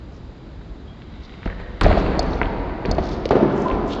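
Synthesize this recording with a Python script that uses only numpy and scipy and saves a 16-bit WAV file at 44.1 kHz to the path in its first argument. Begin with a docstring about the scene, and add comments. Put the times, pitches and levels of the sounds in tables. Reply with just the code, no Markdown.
"""A table tennis ball is served and returned in a large sports hall.
The bat cracks against it, its hollow shell pings at each bounce and the table top knocks.
The server stamps on the springy floor, clothes rustle and both players step and slide into place.
The hall echoes for seconds over the low rumble of the ventilation."""
import sys
import numpy as np
from scipy import signal
from scipy.fft import rfft, irfft
from scipy.io import wavfile
from scipy.ndimage import uniform_filter1d

SR = 44100
rng = np.random.default_rng(int(sys.argv[2]) if len(sys.argv) > 2 else 0)


def dump_mix(stems):
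    """Bounce the given channels to the path in sys.argv[1] as a 16-bit WAV at rate SR."""
    frames = np.atleast_2d(stems).T  # one column per channel
    limited = np.clip(frames, -1, 1)  # hard clip at full scale
    pcm = np.round(limited * 32767).astype(np.int16)
    wavfile.write(sys.argv[1], SR, pcm)


N = 4 * SR


def amp(db):
    """Turns decibels into a number to multiply by."""
    return 10 ** (np.asarray(db) / 20)


def unit(x):
    """Scales a sound to an average strength (rms) of 1."""
    return x / np.sqrt(np.mean(x ** 2) + 1e-20)


def look_up(table, hz):
    """Reads between the rows of a frequency table, with octaves evenly spaced."""
    row_hz, values = np.transpose(table)
    return np.interp(np.log(hz + 1), np.log(row_hz + 1), values)


def add(mix, start_s, sound):
    """Mixes a sound in at the given time."""
    part = mix[max(round(start_s * SR), 0):][:len(sound)]
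    part += sound[:len(part)]


def noise(colour, size):
    """Steady noise whose colour table says how strong each frequency is."""
    hz = np.fft.rfftfreq(size, 1 / SR)
    phases = np.exp(2j * np.pi * rng.random(len(hz)))
    return unit(irfft(amp(look_up(colour, hz)) * phases, size))


def snaps(size, per_s, spread_db, max_db):
    """Tiny clicks at random moments, most of them weak and a few strong."""
    strength = amp(np.minimum(spread_db * rng.exponential(1, size), max_db))
    happens = rng.random(size) < per_s / SR
    return strength * happens * rng.choice([-1, 1], size)


def ring(tones, rise_s):
    """A struck object's own tones swell, then each drops 60 dB over its ring time."""
    t = np.arange(SR // 2) / SR
    waves = sum(amp(db - 60 * t / ring_s) * np.sin(2 * np.pi * hz * t) for hz, db, ring_s in tones)
    return (1 - np.exp(-t / rise_s)) * waves


# How long the hall's echo takes to drop 60 dB (frequency [Hz], ring time [s])
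HALL_RING_TIMES = [(50, 2.4), (200, 3.34), (600, 2.9), (1500, 4.85), (4000, 2.87), (8000, 0.23)]

def in_hall(direct, echo_db, gap_s=0.018, build_s=0.0041):
    """Adds the hall's wash of echoes, in which each frequency dies away at its own speed."""
    hz, t, bands = signal.stft(rng.standard_normal(SR * 5 // 2), SR, nperseg=512)
    fade = amp(-60 * t / look_up(HALL_RING_TIMES, hz)[:, None])
    tail = signal.istft(bands * fade, SR, nperseg=512)[1]
    since_gap = np.maximum(np.arange(len(tail)) / SR - gap_s, 0)
    tail *= (1 - np.exp(-since_gap / build_s)) / np.sqrt(SR / 6)
    return direct + amp(echo_db) * signal.fftconvolve(direct, tail)[:N]


# The colour of the moving air (frequency [Hz], relative level [dB])
AIR_COLOUR = [(20, -13.5), (45, -2), (62, 0.5), (85, -9), (105, -8.5), (160, -11), (230, -14), (325, -16),
              (480, -22.5), (1000, -30), (1500, -34), (2700, -41), (3400, -41), (3950, -38), (4300, -45.5),
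              (4750, -43), (5600, -54.5), (7400, -55.5), (8200, -80.5), (9500, -100)]

def ventilation(level_db=-36):
    """The ventilation fills the hall with a steady rumble and a faint hiss."""
    return amp(level_db) * noise(AIR_COLOUR, N)


# How loudly shirt and shoes rustle as the ball is tossed (time [s], level [dB])
RUSTLE_LEVELS = [(.5, -70.5), (.62, -71.5), (.8, -74), (1.03, -57.5), (1.15, -54), (1.33, -52),
                 (1.45, -50.5), (1.639, -56), (1.802, -53)]
# The colour of that rustle (frequency [Hz], relative level [dB])
CLOTH_COLOUR = [(300, -16), (900, -2.5), (1850, 2), (2600, -6), (4200, -6.5), (7000, -32.5), (9000, -51.5)]

def rustle():
    """Cloth and rubber catch and let go many times a second, each time with a tiny puff of noise."""
    catches = snaps(N, per_s=1500, spread_db=2.5, max_db=10)
    puff = noise(CLOTH_COLOUR, 256) * np.hanning(256)
    puffs = unit(signal.oaconvolve(catches, puff)[:N])
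    level_db = np.interp(np.arange(N) / SR, *np.transpose(RUSTLE_LEVELS), left=-100, right=-100)
    return in_hall(amp(level_db) * puffs, echo_db=-3.5)


# Soles sliding on the floor mat
# (middle time [s], half length [s], level [dB], centre frequency [Hz], width [octaves])
SOLE_SLIDES = [(0.15, 0.022, -62.5, 5200, 0.3), (0.898, 0.017, -54.5, 3270, 0.039),
               (1.251, 0.015, -52, 3900, 0.35), (1.507, 0.018, -44, 1770, .1),
               (1.631, 0.054, -48.5, 1810, .12), (1.993, .012, -48, 4780, 0.3),
               (2.3345, 0.0017, -32, 4050, 0.14), (2.339, 0.035, -55.5, 5336, 0.21),
               (3.087, 0.063, -45.5, 3995, 0.41), (3.617, 0.053, -53.5, 5610, 0.34),
               (3.668, .011, -24, 1000, .05), (3.71, .019, -26, 1015, .05), (3.917, 0.031, -50, 5320, 0.41),
               (3.936, 0.029, -39, 3310, 0.38)]

def slides(slip_s=0.006, slip_db=3.5, top_hz=7900):
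    """Rubber brushes the mat, catching and slipping; a gripping sole narrows to a dull squeak."""
    out, t = np.zeros(N), np.arange(SR // 2) / SR
    hz = np.fft.rfftfreq(len(t), 1 / SR) + 1
    treble_cut = 1 / (1 + (hz / top_hz) ** 40)
    for middle_s, half_s, db, centre_hz, octaves in SOLE_SLIDES:
        slipping = unit(uniform_filter1d(rng.standard_normal(len(t)), round(slip_s * SR)))
        rough_hiss = amp(slip_db * slipping) * rng.standard_normal(len(t))
        colour = np.exp(-0.5 * (np.log2(hz / centre_hz) / octaves) ** 2) * treble_cut
        rub = unit(irfft(rfft(rough_hiss) * colour))
        lead_s = np.pi * half_s
        swell = np.exp(-0.5 * ((t - lead_s) / half_s) ** 2)
        add(out, middle_s - lead_s, amp(db) * rub * swell)
    return in_hall(out, echo_db=-6)


# The deep tones of the springy floor (pitch [Hz], relative level [dB], ring time [s])
FLOOR_TONES = [(36.2, -2.5, 0.31), (46.2, -3.5, 0.41), (60, -13, 0.59), (84.2, -2, 0.17),
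               (118, -7.5, 0.088), (165, -8, 0.12)]
# The colour of rattling floor boards (frequency [Hz], relative level [dB])
BOARD_COLOUR = [(60, -18), (130, -4.5), (200, 0), (340, 1), (500, -3.5), (680, -4.5), (900, -11),
                (1400, -21), (2500, -32), (6000, -49), (9000, -80)]
# The colour of a sole's slap (frequency [Hz], relative level [dB])
SLAP_COLOUR = [(300, 3.5), (900, 13), (1400, 7.5), (2000, 4.5), (2900, -3.5), (4500, -4.5), (5600, -30),
               (7500, -23), (8700, -74.5)]
# Feet landing (time [s], thud [dB], rattle [dB], slap [dB], fade time of rattle and slap [s])
FOOTSTEPS = [(1.457, -15.5, -31, -37.5, 0.037), (1.599, -21, -53, -35.5, 0.021),
             (1.813, -8.5, -20.5, -26.5, 0.24), (1.844, -3, -31.5, -31.5, 0.11),
             (1.893, -8.5, -31, -28.5, 0.12), (2.058, -16, -35, -47, 0.027),
             (2.415, -23.5, -12, -32.5, 0.0084), (2.44, -17, -33.5, -36, 0.037),
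             (2.575, -18, -31.5, -41.5, 0.011), (2.85, -21, -24, -37, 0.066),
             (2.886, -11, -23.5, -37.5, 0.055), (2.982, -13.5, -13, -25, 0.0091),
             (3.308, -24.5, -7.5, -22, 0.019), (3.353, -57, -12.5, -32, 0.026),
             (3.425, -37.5, -12, -53.5, 0.011), (3.714, -13.5, -19.5, -37, 0.061)]

def footsteps(rise_s=0.001):
    """Each foot sets the floor swinging, rattles its boards and slaps the mat in a run of tiny snaps."""
    thuds, rattles, slaps = np.zeros((3, N))
    t = np.arange(2 * SR) / SR
    thud = ring(FLOOR_TONES, rise_s=0.0048)
    slap_colour = amp(look_up(SLAP_COLOUR, np.fft.rfftfreq(len(t), 1 / SR)))
    for start_s, thud_db, rattle_db, slap_db, fade_s in FOOTSTEPS:
        fade = (1 - np.exp(-t / rise_s)) * np.exp(-t / fade_s)
        add(thuds, start_s, amp(thud_db) * thud)
        add(rattles, start_s, amp(rattle_db) * fade * noise(BOARD_COLOUR, len(t)))
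        crackle = snaps(len(t), per_s=1800, spread_db=3, max_db=9)
        slap = unit(irfft(rfft(crackle) * slap_colour))
        add(slaps, start_s, amp(slap_db) * fade * slap)
    return in_hall(thuds, echo_db=-4.5) + in_hall(rattles, echo_db=2.5) + in_hall(slaps, echo_db=-5)


# The lasting tones of a knocked wooden panel (pitch [Hz], relative level [dB], ring time [s])
PANEL_TONES = [(632, -17.5, 0.28), (672, -19.5, .2)]
# Hollow knocks of the table top and floor boards (time [s], level [dB], pitch [Hz])
WOOD_KNOCKS = [(1.4602, -14.5, 262), (1.461, -24, 700), (1.8625, -5, 645), (1.9105, -8, 642),
               (1.9728, -8, 666), (2.1917, -10.5, 682), (2.884, -9, 164), (2.9115, -14, 587),
               (2.9825, -10.5, 655), (3.2563, -10.5, 475), (3.3072, -5, 660), (3.3135, -11.5, 331.4),
               (3.331, -5.5, 500), (3.3538, -8.5, 524), (3.3644, -5.5, 423), (3.429, -4.5, 336),
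               (3.44, -11, 319), (3.455, -8, 340)]

def knocks(swell_s=0.0023, reach_hz=150):
    """Knocked wood swings only a few times; a knock near the panel's own pitch leaves it ringing."""
    out, t = np.zeros(N), np.arange(SR // 20) / SR
    swell = (t / swell_s * np.exp(1 - t / swell_s)) ** 2
    panel, panel_hz = ring(PANEL_TONES, swell_s), PANEL_TONES[0][0]
    for start_s, db, hz in WOOD_KNOCKS:
        add(out, start_s, amp(db) * swell * np.sin(2 * np.pi * hz * t))
        closeness = 1 / (1 + ((hz - panel_hz) / reach_hz) ** 2)
        add(out, start_s, amp(db) * closeness * panel)
    return in_hall(out, echo_db=-13.5)


# Sharp hits of bats and soles (time [s], peak level [dB], low edge [Hz], high edge [Hz])
SHARP_HITS = [(0.6143, -36.5, 1100, 1990), (1.0201, -30.5, 1500, 3400), (1.295, -32.5, 1780, 3520),
              (1.322, -33, 1500, 3200), (1.3398, -32, 1300, 3150), (1.4311, -23.5, 900, 2400),
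              (1.439, -34.5, 1600, 2380), (1.4563, -33.5, 3430, 4870), (1.4583, -20, 600, 1900),
              (1.461, -25, 1220, 3000), (1.476, -22.5, 1490, 2060), (1.5, -24, 1500, 2400),
              (1.528, -27, 1500, 2120), (1.593, -31.5, 1410, 2370), (1.662, -32, 1400, 2200),
              (1.8119, -6.5, 700, 4330), (1.8123, -24, 6800, 8800), (1.8141, -5, 900, 1710),
              (1.834, -17, 3370, 5330), (1.843, -20.5, 3470, 5360), (1.845, -13.5, 1420, 2150),
              (1.852, -24, 2500, 4340), (1.8572, -12, 1400, 2400), (1.866, -32.5, 4000, 7300),
              (1.882, -21, 1800, 4180), (1.909, -22, 1700, 4200), (1.9162, -17, 1410, 2450),
              (1.928, -15, 1510, 2620), (1.9793, -22.5, 1780, 4550), (1.9847, -21, 1830, 4220),
              (2.064, -19.5, 1320, 2600), (2.415, -11, 600, 1250), (2.4152, -4.5, 900, 2100),
              (2.431, -14, 1500, 2680), (2.4455, -25.5, 1440, 2500), (2.457, -19.5, 1916, 2860),
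              (2.8519, -16, 1295, 2600), (2.857, -19.5, 1508, 4820), (3.2556, -13, 1300, 5000),
              (3.291, -20.5, 1820, 5360), (3.3075, -6, 450, 1100), (3.3076, -24.5, 890, 6170),
              (3.684, -22, 1800, 4090), (3.701, -22.5, 1600, 3550), (3.713, -20, 1632, 2907)]

def cracks(scatter_s=0.0042):
    """Each hit is one sharp click with its own brightness, scattering briefly off nearby surfaces."""
    out, t = np.zeros(N), np.arange(SR // 10) / SR
    scatter_fade = amp(-17.5) / 2 * np.exp(-t / scatter_s)
    for start_s, db, low_hz, high_hz in SHARP_HITS:
        hit = scatter_fade * rng.standard_normal(len(t))
        hit[0] = 1  # the click itself
        bass_cut = signal.butter(2, low_hz, "high", fs=SR, output="sos")
        treble_cut = signal.butter(7, high_hz, fs=SR, output="sos")
        crack = signal.sosfilt(np.vstack([bass_cut, treble_cut]), hit)
        add(out, start_s, amp(db) * crack / abs(crack).max())
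    return in_hall(out, echo_db=-10.5)


# The tones of the ball's hollow shell (pitch [Hz], relative level [dB], ring time [s])
SHELL_TONES = [(3600, -7, .015), (4425, 0, .029), (4945, -4, .027), (5580, -11, .016), (5890, -6, .016),
               (6500, -12, .02), (7110, -14, .017), (7720, -19, .013)]
# The ball's bounces (time [s], peak level [dB])
BALL_BOUNCES = [(1.835, -25), (2.192, -14), (2.9122, -18.5), (3.258, -34)]

def ball(rise_s=0.0011, echo_gap_s=0.0352):
    """The hollow shell pings at each bounce, and three quick, fading echoes repeat the ping."""
    out, ping = np.zeros(N), ring(SHELL_TONES, rise_s)
    t = np.arange(len(ping)) / SR
    ping *= 1 - np.exp(-2 * t / rise_s)  # softens the start further
    ping /= abs(ping).max()
    for start_s, db in BALL_BOUNCES:
        add(out, start_s, amp(db) * ping)
        for repeat, repeat_db in enumerate((-20, -28, -36), start=1):
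            add(out, start_s + repeat * echo_gap_s, amp(db + repeat_db) * ping)
    return in_hall(out, echo_db=-16)


def scene():
    """All the sounds meet at one microphone."""
    return (ball() + cracks() + knocks() + footsteps() + slides() + rustle() + ventilation())[None]


def record(dry, low_hz=31.3, top_hz=9400, limit_from=0.85):
    """Cuts the deepest rumble, gently rounds off the tallest peaks and removes the highest treble."""
    x = signal.sosfilt(signal.butter(2, low_hz, "high", fs=SR, output="sos"), dry)
    headroom = 1 - limit_from
    rounded = limit_from + headroom * np.tanh((abs(x) - limit_from) / headroom)
    x = np.where(abs(x) < limit_from, x, np.sign(x) * rounded)
    treble_cut = signal.firwin(511, top_hz, window=("kaiser", 9), fs=SR)
    return signal.oaconvolve(x, treble_cut[None], "same")


dry = scene()
out = record(dry)
dump_mix(out)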